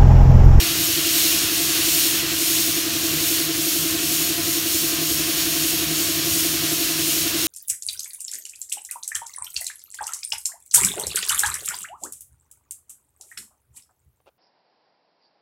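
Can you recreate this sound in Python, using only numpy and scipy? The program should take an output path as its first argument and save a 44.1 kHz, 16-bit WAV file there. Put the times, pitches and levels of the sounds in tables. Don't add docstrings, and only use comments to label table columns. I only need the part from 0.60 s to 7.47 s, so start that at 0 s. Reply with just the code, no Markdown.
import sys
import numpy as np
from scipy import signal
from scipy.fft import rfft, irfft
from scipy.io import wavfile
from scipy.ndimage import uniform_filter1d, map_coordinates

SR = 44100
rng = np.random.default_rng(int(sys.argv[2]) if len(sys.argv) > 2 else 0)


def transcribe(signal):
    frames = np.atleast_2d(signal).T
    limited = np.clip(frames, -1, 1)
    pcm = np.round(limited * 32767).astype(np.int16)
    wavfile.write(sys.argv[1], SR, pcm)


N = 302967
TIME = np.arange(N) / SR
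FREQ = np.maximum(np.arange(N // 2 + 1) * SR / N, 1e-3)
NARROW_HZ, TOP_HZ = 7030, 15730

# (frequency [Hz], relative level [dB])
RUMBLE_COLOUR = [(20, -40), (32, -24), (45, -24), (80, 4), (125, 0), (200, 2.5), (450, 1.5), (750, -12),
                 (1500, -87)]
# (time [s], half length [s], level [dB])
AIR_GUSTS = [(.1, .2, -42.5), (4.54, 0.056, -41), (5.25, 0.037, -39), (5.703, .1, -45), (6.023, 0.081, -50)]
# (frequency [Hz], level [dB], waver [0-1])
MOTOR_TONES = [(99.7, -52.5, 0.22), (235, -51.5, 0.14), (517, -72, 0.04), (652, -53.5, .7),
               (688, -53, 0.48), (697, -53, 0.67), (1032, -59, 0.5), (1072, -55, 0.28)]
# (time [s], level [dB])
DRONE_SWELLS = [(1.7, -43), (2.57, -40), (3.25, -43), (3.51, -42), (4.4, -42), (5.3, -38), (6.04, -40)]
# (time [s], speed [turns/s])
CRANK_SPEED = [(0, 11.136), (3, 11.144), (6.87, 11.159)]
# (position [turns], relative level [dB])
VALVE_PUFFS = [(.04, -3.8), (.137, -4.8), (.198, 2.6), (.273, -4.1), (.434, -11), (.613, -6.7),
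               (.824, -4.5)]
# (frequency [Hz], width [Hz], relative level [dB])
INTAKE_MODES = [(100, 100, -25), (318, 42, 0), (445, 48, -20), (615, 45, -23), (682, 28, -15)]
# (time [s], half length [s], frequency [Hz], level [dB])
EDGE_WHISTLES = [(0.218, .05, 12150, -35), (.29, .04, 12450, -37), (3.08, .06, 12100, -34),
                 (3.92, .07, 12050, -38), (4.55, .04, 11500, -34), (6.13, .04, 12000, -39)]
# (frequency [Hz], relative level [dB])
JET_COLOUR = [(300, -9), (780, -16.5), (1100, -10), (1600, -7), (2100, -6), (2800, -0.46), (4300, 0.3),
              (6700, -0.93), (8000, -4.5), (12000, -3.5), (15500, -5.5)]
# (frequency [Hz], half width [Hz], gain [dB])
NOZZLE_HOLLOWS = [(3660, 410, -1.6), (4885, 300, -3.5), (6040, 210, -3.5), (7450, 300, -2.5),
                  (10450, 430, -4)]
# (time [s], level before trim [dB])
RUSH_LEVELS = [(0.0, -24), (0.23, -27), (0.6, -24), (1.03, -27), (1.23, -23.5), (1.83, -28), (1.94, -26.5),
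               (2.26, -28.5), (2.81, -27.5), (2.86, -29), (4.6, -29), (4.83, -27), (4.98, -28),
               (6.5, -28.5)]
# (start [s], length [s], sizzle lift at full swing [dB])
GUN_PASSES = [(-0.15, 0.39, 5), (0.084, 0.51, 5.5), (0.396, 0.52, 8.5), (0.832, 0.53, 5.5), (1.15, 0.49, 9),
              (1.712, 0.57, 6.5), (2.28, 0.49, 3), (2.57, 0.31, 8), (2.92, 0.49, 5), (3.372, 0.44, 5.5),
              (3.816, 0.24, 8), (4.026, 0.36, 7), (4.383, 0.3, 6), (4.597, 0.71, 3.5), (4.903, 0.36, 6.5),
              (5.27, 0.39, 4.8), (5.622, 0.39, 6.5), (6.005, 0.42, 4), (6.35, 0.38, 6.5), (6.75, 0.33, 6)]


def undb(db):
    return 10 ** (np.asarray(db) / 20)


def level(x, db=0):
    return x * undb(db) / np.sqrt(np.mean(x ** 2))


def curve(table):
    return np.interp(TIME, *np.transpose(table))


def bell(axis, centre, half_width):
    return np.exp(-((axis - centre) / half_width) ** 2)


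def shape(x, response):
    return irfft(rfft(x) * response, N)


def noise(response):
    return level(shape(rng.standard_normal(N), response))


def colour(points):
    hz, db = np.transpose(points)
    return undb(np.interp(np.log(FREQ), np.log(hz), db))


def below(hz, slope):
    return 1 / (1 + (FREQ / hz) ** slope)


def resonance(hz, width):
    return 1 / (1 + 1j * (FREQ / hz - hz / FREQ) * hz / width) ** 2


def walk(rate):
    hold = max(int(SR / rate / 3), 1)
    steps = np.repeat(rng.standard_normal(N // hold + 1), hold)[:N]
    return level(uniform_filter1d(uniform_filter1d(steps, hold), hold))


def come_up(early_db, middle_s=2.1, half_length_s=0.3):
    return undb(early_db * (1 - np.tanh((TIME - middle_s) / half_length_s)) / 2)


def draught(steady_db=-47, yard_db=-47, gust_hz=140):
    rumble, lows = colour(RUMBLE_COLOUR), below(gust_hz, 4)
    gusts = sum(undb(db) * bell(TIME, s, half) for s, half, db in AIR_GUSTS)
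    air = noise(rumble * lows) * (undb(steady_db) + gusts)
    yard = noise(rumble * (1 - lows)) * undb(yard_db)
    return air + yard


def motor_hum(waver_rate=7):
    hum = 0
    for hz, db, waver in MOTOR_TONES:
        wobble = 1 - waver + waver * (walk(waver_rate) + 1j * walk(waver_rate))
        hum += level(np.real(wobble * np.exp(2j * np.pi * hz * TIME)), db)
    return hum


def motor_drone(hz=156, wander_hz=1, bed_db=-43, waver=0.54, waver_rate=9, swell_half_s=0.045):
    cycles = np.cumsum(hz + wander_hz * walk(4.87)) / SR
    wobble = 1 + waver * (walk(waver_rate) + 1j * walk(waver_rate))
    wobble /= np.sqrt(np.mean(np.abs(wobble) ** 2))
    bed = wobble * undb(bed_db) * come_up(early_db=-3.5)
    swells = sum(undb(db) * bell(TIME, s, swell_half_s) for s, db in DRONE_SWELLS)
    return np.sqrt(2) * np.real((bed + swells) * np.exp(2j * np.pi * cycles))


def intake(broaden=1):
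    return sum(undb(db) * resonance(hz, width * broaden) for hz, width, db in INTAKE_MODES)


def compressor(chug_db=-30.5, air_db=-41.5, scatter_db=0.4, slip_ms=0.05, surge=0.08):
    turns = np.cumsum(curve(CRANK_SPEED)) / SR
    position, puff_db = np.transpose(VALVE_PUFFS)
    puff_turns = np.arange(int(turns[-1]) + 1)[:, None] + position
    slip, scatter = rng.standard_normal((2,) + puff_turns.shape)
    onsets = np.searchsorted(turns, puff_turns) + slip * slip_ms * SR / 1000
    onsets = np.clip(onsets, 0, N - 1).astype(int)
    sizes = undb(puff_db + scatter_db * scatter) * (puff_turns < turns[-1])
    puffs = np.bincount(onsets.ravel(), sizes.ravel(), N)
    chug = shape(puffs, intake())
    flow = np.abs(shape(puffs, bell(FREQ, 0, 30))) ** surge
    air = shape(flow * rng.standard_normal(N), intake(broaden=1.77))
    return (level(chug, chug_db) + level(air, air_db)) * come_up(early_db=-1.3)


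def edge_whistles(width_hz=320):
    return sum(noise(resonance(hz, width_hz)) * undb(db) * bell(TIME, s, half)
               for s, half, hz, db in EDGE_WHISTLES)


def gun_aim(swing_in_s=0.21, swing_out_s=0.35):
    def ease(progress):
        return np.sin(np.pi / 2 * np.clip(progress, 0, 1)) ** 0.73

    lifts = [db * ease((TIME - start) / swing_in_s) * ease((start + length - TIME) / swing_out_s)
             for start, length, db in GUN_PASSES]
    return np.max(lifts, axis=0)


def treble_flicker(x, bands=24, depth_db=1.35, rate=9):
    centres = np.linspace(NARROW_HZ, TOP_HZ, bands)
    return sum(shape(x, np.interp(FREQ, centres, band)) * undb(depth_db * walk(rate))
               for band in np.eye(bands))


def with_reflection(x, lag_ms, drift, gain=0.12):
    lag = lag_ms * np.exp(drift * walk(2.01)) * SR / 1000
    bounce = map_coordinates(x, [np.arange(N) - lag], order=3, mode="wrap")
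    return level(x + gain * bounce)


def spray_gun(rush_trim_db=1.18, sizzle_away_db=-25.6, roar_hz=2000, beam_hz=5200):
    hollows_db = sum(db * bell(FREQ, hz, half) for hz, half, db in NOZZLE_HOLLOWS)
    jet = colour(JET_COLOUR) * undb(hollows_db)
    deep, spread, broad = below(roar_hz, 6.7), below(beam_hz, 6.7), below(NARROW_HZ, 16)
    lift_db = gun_aim()
    swing_db = lift_db - lift_db.mean()
    rush = noise(jet * np.sqrt(spread))
    roar = shape(rush, deep) * undb(-0.59 * swing_db)
    rush = roar + shape(rush, 1 - deep) * undb(0.057 * swing_db)
    sizzle = noise(jet * np.sqrt(1 - spread))
    low_sizzle = shape(sizzle, broad) * undb(-0.22 * swing_db)
    sizzle = low_sizzle + treble_flicker(shape(sizzle, 1 - broad))
    rush = with_reflection(rush, lag_ms=2.414, drift=0.142) * undb(curve(RUSH_LEVELS) + rush_trim_db)
    sizzle = with_reflection(sizzle, lag_ms=0.818, drift=0.233) * undb(sizzle_away_db + lift_db)
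    spatter = undb(0.18 * walk(150))
    flutter = undb(0.38 * walk(9.9))
    return (rush + sizzle * spatter) * flutter


def scene():
    mix = spray_gun() + edge_whistles() + compressor() + motor_hum() + motor_drone() + draught()
    return np.array([mix, mix])


def record(dry):
    low_cut = signal.butter(N=8, Wn=40, btype="high", fs=SR, output="sos")
    high_cut = signal.ellip(12, 0.1, 80, TOP_HZ, fs=SR, output="sos")
    return signal.sosfilt(high_cut, signal.sosfilt(low_cut, dry))


dry = scene()
out = record(dry)
transcribe(out)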